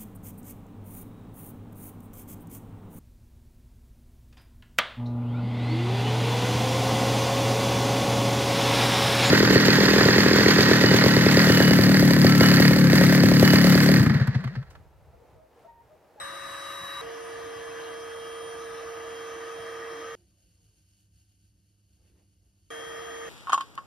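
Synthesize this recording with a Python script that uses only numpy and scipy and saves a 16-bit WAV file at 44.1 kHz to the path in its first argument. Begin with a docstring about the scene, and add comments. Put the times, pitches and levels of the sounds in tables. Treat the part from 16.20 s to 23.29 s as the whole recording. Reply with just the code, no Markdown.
"""A stick vacuum cleaner is held over a bowl of grain on a wooden floor. Hard cuts join a high-speed run, a
low-speed run, a quiet passage and another low-speed run. In the runs shaft and seven-blade fan sound as harmonic
sines over turbulent noise shaped by housing, tube, nozzle and vents. Early in the quiet passage faint tones glide;
through it a hand shakes the bowl and random seed taps ring the porcelain. Throughout, the room rumbles and hums
at twice the mains."""
import sys
import numpy as np
from scipy import signal
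from scipy.fft import rfft, irfft, next_fast_len
from scipy.io import wavfile
from scipy.ndimage import uniform_filter1d, map_coordinates

SR = 44100
rng = np.random.default_rng(int(sys.argv[2]) if len(sys.argv) > 2 else 0)


def master(y):
    """Save y as 16-bit WAV."""
    cut = np.clip(np.atleast_2d(y).T, -1, 1)
    pcm = np.round(cut * 32767)  # scale
    wavfile.write(sys.argv[1], SR, pcm.astype(np.int16))


N = 312669

# Three runs, interpolated from row to row: t/s, shaft f/Hz, shaft level/dB, shaft pan/dB,
# shaft left lead/rad, 2nd blade overtone pan/dB, its left lead/rad, then housing, tube, nozzle, hiss level/dB
RUNS = [
    [(0.0, 553, -49.5, 3, -1.4, 0.5, 2.95, -52, -44, -45, -52),
     (.35, 554.6, -49, 7, -0.67, -2.5, 2.4, -51.5, -41.5, -45, -49.5),
     (0.8145, 553.5, -50.5, 13, -0.66, 0, 2.63, -51.5, -42, -43, -50.5)],
    [(0.8145, 460.3, -40.5, -2.8, -1.55, 3, 2.2, -47.5, -48, -48, -52.5),
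     (2.5, 459.4, -40, -3.5, -0.77, 4.5, 2.7, -48.5, -47.5, -48.5, -52.5),
     (3.45, 459.8, -40.5, -4, -0.46, 2, 4.8, -48, -46, -47.5, -53),
     (3.7, 459.8, -41, -3.5, -.1, 0, 3.1, -47, -43, -46.5, -54.5),
     (3.77, 459.6, -41, -3.5, -.1, -3, 2.6, -46.5, -46, -47.5, -53.5),
     (3.9524, 459, -42, -4, -0.19, 1.5, 2.3, -49, -47.5, -47.5, -54)],
    [(6.5035, 459.6, -42.5, -4, -1.74, 3.5, 4.4, -49.5, -48, -47, -55),
     (7.09, 460.2, -41.5, -2, -1.73, 5, 2.2, -48, -46.5, -46.5, -54)],
]
# Steady shaft orders of each run: multiple of shaft f, level/dB, pan/dB, left lead/rad
SHAFT_ORDERS = [
    [(5, -62.5, 2, 0.84), (15, -73, -2.5, 14)],
    [(5, -62, 4.5, -.3), (6, -70.5, -7, .4), (2, -73.5, 5, .1)],
    [(4, -52.5, -3, -1.4), (5, -67, 12, -.9)],
]
# Blade tones, swelling as the cleaner is moved about, for each run: t/s, blade tone level/dB,
# 2nd overtone level/dB, 3rd overtone level/dB
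BLADES = [
    [(0.0, -43.5, -43, -75.5), (.14, -48, -58, -83.5), (.37, -46.5, -54.5, -72.5), (.55, -44, -54.5, -63.5),
     (.8145, -42, -61, -65)],
    [(.8145, -57.5, -70.5, -78), (1.05, -60.5, -70.5, -62), (1.3, -57.5, -66, -74),
     (2.08, -52.5, -66.5, -60), (2.3, -53.5, -70, -57), (2.58, -66, -67, -68), (2.76, -59.5, -59, -76.5),
     (2.98, -52, -63, -70), (3.22, -60, -62, -87), (3.42, -53, -66, -66), (3.65, -57, -69, -80),
     (3.9524, -56.5, -58, -80)],
    [(6.5035, -48.5, -56.5, -60), (6.85, -50, -59, -66), (7.09, -53, -55.5, -67.5)],
]
# Apparent direction of the blade tone: t/s, pan/dB, left lead/rad
BEARING = [(0.0, 4.5, 4), (.2, 17, 0), (.42, 4.5, 1), (.81, 4, 0.65), (.82, 8, -1), (1.35, 4, -1),
           (1.65, -3, -1), (2.05, -3.5, 0.5), (3.5, -3.7, 0.6), (3.95, 4.5, -0.5), (6.5, 6, 0.5),
           (6.87, 15, 1.2), (7.09, 26, 4)]

# Housing resonances: f/Hz, width/Hz, relative level/dB
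HOUSING = [(291.8, 14, -0.5), (331, 37, -1), (399, 32, -13.5), (539, 160, -4.5), (644, 24, 3), (702, 20, 2),
           (746, 21, -2.5), (828, 81, -5.5), (915, 19, -1), (985, 19, -6)]
# Steep-sided tube resonances, held upright: f/Hz, width/Hz, relative level/dB
TUBE_UPRIGHT = [(1018, 140, -10.5), (1111, 55, -2.5), (1178, 70, -1), (1237, 48, 1)]
# Tilted tube resonances, spreading upward, and last a vent band that swells with them:
# f/Hz, width/Hz, relative level/dB
TUBE_TILTED = [(1107, 80, -10), (1198, 51, 1), (1274, 53, -4.5), (1360, 100, -12.5), (5430, 290, -21.5)]
# How far the tube is tilted: t/s, power share of the tilted hold (0-1)
TILT = [(0, 0.17), (.8, 0.06), (1.6, 0.2), (2.0, 0.45), (2.8, 0.6), (3.3, 0.48), (3.6, 0.82), (7.09, 0.88)]
# Nozzle resonances close to the grain: f/Hz, width/Hz, relative level/dB
NOZZLE_LOW = [(1464, 43, 0.5), (1580, 45, 3), (1682, 55, 5), (1760, 55, -1), (1977, 54, 1.5)]
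# Nozzle resonances held higher, ringing higher: f/Hz, width/Hz, relative level/dB
NOZZLE_LIFTED = [(1550, 48, -0.5), (1763, 70.3, -1.5), (1860, 52, 1), (1950, 57, -7.5), (2180, 66, -6)]
# How far the nozzle is lifted: t/s, power share of the higher hold (0-1)
LIFT = [(0, 0.46), (.8, 0.5), (.83, 0.3), (2.2, 0), (2.8, 0.2), (3.95, 0.8), (7.09, 0.68)]
# Hiss spectrum: f/Hz, relative level per Hz/dB
HISS = [(1900, -44), (2400, -6.5), (3300, -7.5), (4400, -11.5), (5600, -9), (6400, -5.5), (7250, -8),
        (8750, -9), (10600, -11.5), (11600, -17.5), (12600, -12), (15700, -22)]
# Vent resonances added to the hiss: f/Hz, width/Hz, level relative to the HISS curve/dB
VENTS = [(2850, 330, 8.5), (3640, 162.4, 6), (4010, 150, 7), (4720, 130, 2.5), (5165, 291, 7.5),
         (5940, 170, 7), (9460, 445, 6)]
# Low shudder of the shell: f/Hz, relative level per Hz/dB
SHELL = [(30, -23), (55, -5), (80, -2), (120, -2), (170, -1.5), (250, -8.5), (400, -41)]
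# Shudder of each run: level/dB
SHUDDER_DB = [-61.5, -63, -62.5]
# Fine spray of the exhaust: f/Hz, relative level per Hz/dB
FIZZ = [(5000, -33), (7500, 3), (11000, -3.5), (15700, -7.5)]
# Fizz of each run: level/dB
FIZZ_DB = [-55.5, -71.5, -62.5]
FLUTTER_DB, FLUTTER_PER_S = 0.5, 19  # tube and nozzle each flare in uneven bursts

# Span of the quiet passage: start t/s, end t/s
QUIET = (3.953, 6.503)
# Porcelain modes, then one broad band: f/Hz, width/Hz, relative level/dB
BOWL = [(735, 15.7, -6), (1534, 100, -9), (2900, 300, -3), (4520, 220, -1), (5420, 160, -4),
        (6440, 200, -2.5), (6900, 160, 1.5), (8160, 200, -1), (9040, 96, -2), (9700, 200, -3),
        (11000, 330, -7.5), (13200, 1500, -12), (9070, 13000, -25)]
# Strokes of the shaking hand, about eight a second: t/s, mean level of the seeds/dB
STROKES = [(3.98, -72), (4.09, -74), (4.22, -71.5), (4.33, -71.5), (4.46, -70.5), (4.59, -71), (4.71, -71),
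           (4.81, -71), (4.99, -70), (5.11, -73.5), (5.24, -73), (5.38, -78.5), (5.49, -76), (5.62, -78.5),
           (5.74, -74.5), (5.86, -73), (6.0, -76), (6.13, -77.5), (6.26, -77), (6.39, -78), (6.49, -74)]
SLIDE_S, SETTLE_S, TRICKLE_DB = 0.054, 0.051, -82.5  # seeds gather speed, come to rest; level between strokes
# Single seeds striking the rim: t/s, level/dB (the peak lies 3.5 dB below it)
TICKS = [(4.6884, -61), (4.789, -57.5), (4.8054, -61.5), (4.8104, -60)]
# Rustle spectrum of hand and sleeve: f/Hz, relative level per Hz/dB
RUSTLE = [(150, -2), (250, 0), (330, 6), (450, -1.5), (700, -7), (1050, -15), (2000, -16.5), (4500, -24),
          (6000, -51.5)]
# Moves of hand and sleeve: t/s, level/dB, half length/s
MOVES = [(3.968, -74.5, 0.086), (4.3, -79, 0.29), (5.745, -77.5, 0.036), (5.876, -69.5, 0.055),
         (5.98, -70.5, 0.046), (6.286, -81, 0.1)]
STILL_DB = -99  # rustle between moves
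# Faint gliding tones, as of a fan coasting: start t/s, end t/s, first f/Hz, last f/Hz, mean level/dB
COAST = [(3.9, 4.075, 371, 337, -69.5), (3.97, 4.119, 720, 730, -87), (4.107, 4.619, 590, 403, -87)]
COAST_FADE_S = 0.056

# Low rumble of the house: f/Hz, relative level per Hz/dB
ROOM = [(20, -35.5), (45, -6), (70, -0.5), (88, -2.5), (135, -15), (175, -7), (255, -25.5), (320, -19.5),
        (430, -31), (600, -32.5), (1200, -42), (8000, -39), (16000, -44)]
# Hum at twice the mains and its multiples: f/Hz, mean level/dB
MAINS = [(99.8, -70), (199.4, -82), (299.9, -86.5)]

# Phase between the two microphone ports: f/Hz, left lead/rad
LEAD = [(350, 0), (640, -.3), (740, 1.1), (900, -.6), (1200, -.2), (1600, -.7), (1900, 0), (2700, .3),
        (3400, .5), (5200, -.1), (6900, -np.pi), (8200, -np.pi), (10400, -2 * np.pi), (11600, -2 * np.pi),
        (13800, -3 * np.pi)]
# Coherence of the ports: f/Hz, likeness (0-1)
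ALIKE = [(120, 0.97), (240, 0.78), (340, 0.92), (700, 0.48), (860, 0), (1200, 0.87), (1400, 0.3),
         (1800, 0.93), (2400, 0.65), (3500, 0.59), (4600, 0.89), (6300, 0.1), (6950, 0.99), (8200, 0.89),
         (9000, 0.5), (10400, 0.92), (11700, 1), (12500, .55), (13800, 0.99)]
# Balance of the ports: f/Hz, left minus right level/dB
PAN = [(100, -1), (450, -2.5), (650, -0.5), (900, -1), (1260, 2.5), (1800, -2.5), (2200, 1), (4500, 1.5),
       (6100, 2.5), (6800, 0)]
TOP_HZ = 15735  # band limit


def vacuum():
    """Superposition: rotor harmonics, turbulent air and shell shudder add within each run."""
    air = air_layers()
    shudder = rush(spectrum(SHELL), patchy_db=2.5, wet_db=-26)
    fizz = rush(spectrum(FIZZ), patchy_db=3.5, wet_db=-7.0)
    out = np.zeros((2, N))
    for rows, blades, orders, shudder_db, fizz_db in zip(RUNS, BLADES, SHAFT_ORDERS, SHUDDER_DB, FIZZ_DB):
        span, edges, *columns = curves(rows)
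        air_db = columns[6:]
        sound = rotor(span, columns[:6], blades, orders)
        waver = 0.24 * wobble(6.53, size=len(edges))  # dB: all the air noise wavers slightly at random
        for level, layer in zip(air_db, air):
            sound += amp(level + waver) * layer[:, span]
        sound += amp(shudder_db) * shudder[:, span]
        sound += amp(fizz_db) * fizz[:, span]
        out[:, span] = edges * sound
    return out


def rotor(span, columns, blades, orders):
    """Rotational harmonics: each tone is a whole multiple of the shaft phase; seven blades give every seventh."""
    hz, shaft_db, shaft_pan, shaft_lead, second_pan, second_lead = columns
    blade_db, second_db, third_db = curves(blades)[2:]
    blade_pan, blade_lead = (c[span] for c in curves(BEARING)[2:])

    def drift(rate):
        return wobble(rate, size=len(hz))

    turn = 2 * np.pi * np.cumsum(hz + 0.18 * drift(11)) / SR  # the speed hunts a little
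    sound = tone(turn, shaft_db + 0.43 * drift(15), shaft_pan, shaft_lead)
    sound += tone(7 * turn, blade_db + 0.81 * drift(8.74), blade_pan, blade_lead)
    sound += tone(14 * turn, second_db + 1.4 * drift(6.2), second_pan, second_lead)
    sound += tone(21 * turn, third_db + 1.6 * drift(10), 0.21, along(LEAD, 21 * hz))
    for multiple, db, pan_db, lead in orders:
        sound += tone(multiple * turn, db + 0.62 * drift(12), pan_db, lead)
    return sound


def air_layers():
    """Resonant filtering of turbulence: housing, tube, nozzle and vents colour the noise of the air."""
    def duct(hz):
        high_pass = np.sqrt(1 + (275 / (hz + 1)) ** 30)  # little passes below the lowest housing mode
        return modes(HOUSING)(hz) / high_pass

    def vented(hz):
        return spectrum(HISS)(hz) * np.hypot(1, modes(VENTS)(hz))

    housing = rush(duct, patchy_db=0.6, wet_db=-8.5)
    upright = rush(modes(TUBE_UPRIGHT, order=2), patchy_db=0.66, wet_db=-8.5)
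    tilted = rush(modes(TUBE_TILTED, order=2), patchy_db=0.66, wet_db=-8.5)
    low = rush(modes(NOZZLE_LOW), patchy_db=1.0, wet_db=-9)
    lifted = rush(modes(NOZZLE_LIFTED), patchy_db=1.0, wet_db=-9)
    tube = flare() * blend(upright, tilted, TILT)
    nozzle = flare() * blend(low, lifted, LIFT)
    hiss = rush(vented, patchy_db=2.1, wet_db=0.5)
    return [housing, tube, nozzle, hiss]


def flare():
    """Amplitude modulation: a smooth random gain gives uneven bursts."""
    return amp(FLUTTER_DB * wobble(FLUTTER_PER_S))


def blend(first, second, hold):
    """Power-conserving mixture: unrelated noises are weighted by the root of their power shares."""
    share = np.clip(np.interp(np.arange(N) / SR, *np.transpose(hold)), 0, 1)
    return np.sqrt(1 - share) * first + np.sqrt(share) * second


def bowl():
    """Random excitation of resonances: seed taps ring the porcelain at each stroke; hand and sleeve rustle."""
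    out = np.zeros((2, N))
    span, edges = curves(np.transpose([QUIET]))
    out[:, span] = edges * (sliding_seeds() + rim_ticks() + rustle())[:, span]
    return out


def sliding_seeds():
    """Shot noise: thousands of random taps a second excite the bowl modes, swelling with each stroke."""
    taps = (rng.random((2, N)) < 11000 / SR) * rng.standard_normal((2, N))
    stroke_gain = swells(*np.transpose(STROKES), [SLIDE_S], [SETTLE_S], TRICKLE_DB)
    return stroke_gain * amp(0.47 * wobble(16)) * at_ports(taps, modes(BOWL))


def rim_ticks():
    """Free vibration: one impact leaves decaying sines, the broader modes dying sooner."""
    t = np.arange(SR // 50) / SR
    out = np.zeros((2, N))
    for start, db in TICKS:
        ring = np.zeros(len(t))
        for hz, width, level in BOWL[1:-1]:
            decay = np.exp(-np.pi * width * t)
            phase = 2 * np.pi * hz * t + rng.random() * 2 * np.pi
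            ring += amp(level) * width * decay * np.sin(phase)
        out[:, round(start * SR):][:, :len(t)] += amp(db - 3.5) * ring / abs(ring).max()
    return out


def rustle():
    """Friction noise: low-weighted noise swells with each move of hand and sleeve."""
    when, db, half_s = np.transpose(MOVES)
    return swells(when, db, half_s, half_s, STILL_DB) * rush(spectrum(RUSTLE), patchy_db=4.0, wet_db=-22.5)


def coasting():
    """Frequency modulation: short tones glide unsteadily and fade out; the first enters abruptly, others fade in."""
    t = np.arange(N) / SR
    out = np.zeros((2, N))
    for start, end, from_hz, to_hz, db in COAST:
        fade = np.clip(np.minimum(t - start, end - t) / COAST_FADE_S, 0, 1)
        gate = t > QUIET[0]
        hz = np.interp(t, [start, end], [from_hz, to_hz]) + 6 * wobble(40)
        phase = 2 * np.pi * np.cumsum(hz) / SR
        out += fade * gate * tone(phase, db + 1.9 * wobble(29.5), -2.0, .1)
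    return out


def room():
    """Background noise: a low broadband rumble of the house adds to an unsteady mains hum."""
    t = np.arange(N) / SR
    out = amp(-67.5) * rush(spectrum(ROOM), patchy_db=1.5, wet_db=-16.5)
    for hz, db in MAINS:
        phase = 2 * np.pi * hz * t + 0.61 * wobble(9)
        out += tone(phase, db + 2.1 * wobble(22), -1.7, 0.045)
    return out


def rush(colour, patchy_db, wet_db):
    """Turbulence: noise with time-frequency patches of random gain, heard in the room; rms 1."""
    z = signal.stft(rng.standard_normal((2, N), dtype=np.float32), nperseg=512)[2]
    field = rng.standard_normal(z.shape[1:])
    field = uniform_filter1d(field, size=4, axis=0)  # smooth along frequency
    field = uniform_filter1d(field, size=10, axis=1)  # smooth along time
    patches = amp(patchy_db * unit(field)).astype(np.float32)
    pair = signal.istft(z * patches, nperseg=512)[1][:, :N]
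    return at_ports(pair, lambda hz: colour(hz) * walls(hz, wet_db, t60=0.16))


def walls(hz, wet_db, t60):
    """Interference: direct sound plus the room's short answer combs the spectrum; the walls swallow treble."""
    t = np.arange(SR // 8) / SR
    tail = rng.standard_normal((2, len(t))) * amp(-60 * t / t60) * (t > .002)
    tail /= np.linalg.norm(tail[0])
    grid = np.arange(SR // 4 + 1) * 2.  # Hz
    answer = rfft(tail, SR // 2) / (1 + (grid / 8000) ** 4)
    comb = abs(1 + amp(wet_db) * answer)
    return np.array([np.interp(hz, grid, gain) for gain in comb])


def at_ports(pair, colour):
    """Partial coherence: two unrelated signals are coloured, mixed to the ports' likeness, panned; rms 1."""
    size = next_fast_len(N + 8192)
    hz = np.fft.rfftfreq(size, 1 / SR)
    angle = np.arccos(np.clip(along(ALIKE, hz), 0, 1)) / 2
    shared, apart = rfft(pair, size) * colour(hz) * [np.cos(angle), np.sin(angle)]
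    half = amp(along(PAN, hz) / 2) * np.exp(.5j * along(LEAD, hz))  # half the pan and lead to each port
    return unit(irfft([(shared + apart) * half, (shared - apart) / half], size)[:, :N])


def tone(phase, db, pan_db, lead):
    """Pure tone: a sine of given mean rms level, with level and phase differences between the ports."""
    ratio = amp(pan_db)
    right = 2 * amp(db) / np.sqrt(1 + ratio ** 2)
    return np.array([ratio * right * np.sin(phase + lead / 2), right * np.sin(phase - lead / 2)])


def modes(table, order=1):
    """Resonance: gain of modes added as powers; a higher order steepens their sides."""
    def gain(hz):
        power = 0
        for centre, width, db in table:
            damping = (hz * width) ** 2
            response = damping / ((centre * centre - hz * hz) ** 2 + damping)
            power = power + amp(2 * db) * response ** order
        return np.sqrt(power)
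    return gain


def spectrum(table):
    """Spectral envelope: gain of a table of f/Hz, level/dB."""
    return lambda hz: amp(along(table, hz))


def swells(when, db, rise_s, fall_s, floor_db):
    """Power addition: gain of bell-shaped swells over a floor, held for 64 samples at a time."""
    t = np.arange(0, N, 64) / SR - np.array(when)[:, None]
    late = t / np.where(t < 0, np.c_[rise_s], np.c_[fall_s])
    power = amp(2 * floor_db) + amp(2 * np.array(db)) @ np.exp(-late ** 2)
    return np.repeat(np.sqrt(power), 64)[:N]


def wobble(rate, size=N):
    """Slow random modulation: a smooth curve through rate random knots a second."""
    steps = np.arange(0, size + 64, 64)
    knots = rng.standard_normal(int(size * rate / SR) + 4)
    return np.interp(np.arange(size), steps, map_coordinates(knots, [steps * rate / SR]))


def curves(rows):
    """Linear interpolation: the samples covered, a gain with quick edges, then each column per sample."""
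    s, *columns = np.transpose(rows)
    span = slice(round(s[0] * SR), min(round(s[-1] * SR), N))
    t = np.arange(N)[span] / SR
    edges = np.clip(np.minimum(t - s[0], s[-1] - t) / .001 + 0.28, 0, 1)
    return [span, edges] + [np.interp(t, s, c) for c in columns]


def along(table, hz):
    """Logarithmic pitch scale: values of a table of f/Hz, value, interpolated on a log axis."""
    f, value = np.transpose(table)
    return np.interp(np.log(hz + 1), np.log(f + 1), value)


def amp(db):
    """Decibel definition: amplitude gain of a level in dB."""
    return 10 ** (np.asarray(db) / 20)


def unit(x):
    """Normalization: x at rms 1."""
    return x / np.sqrt(np.mean(x ** 2) + 1e-20)


def scene():
    """Superposition: all sources add at the microphone ports."""
    return vacuum() + bowl() + coasting() + room()


def record(dry):
    """Band limitation: an ideal low-pass keeps nothing from TOP_HZ upward."""
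    size = next_fast_len(N + 8192)
    keep = np.fft.rfftfreq(size, 1 / SR) < TOP_HZ
    return irfft(rfft(dry, size) * keep, size)[:, :N]


dry = scene()
out = record(dry)
master(out)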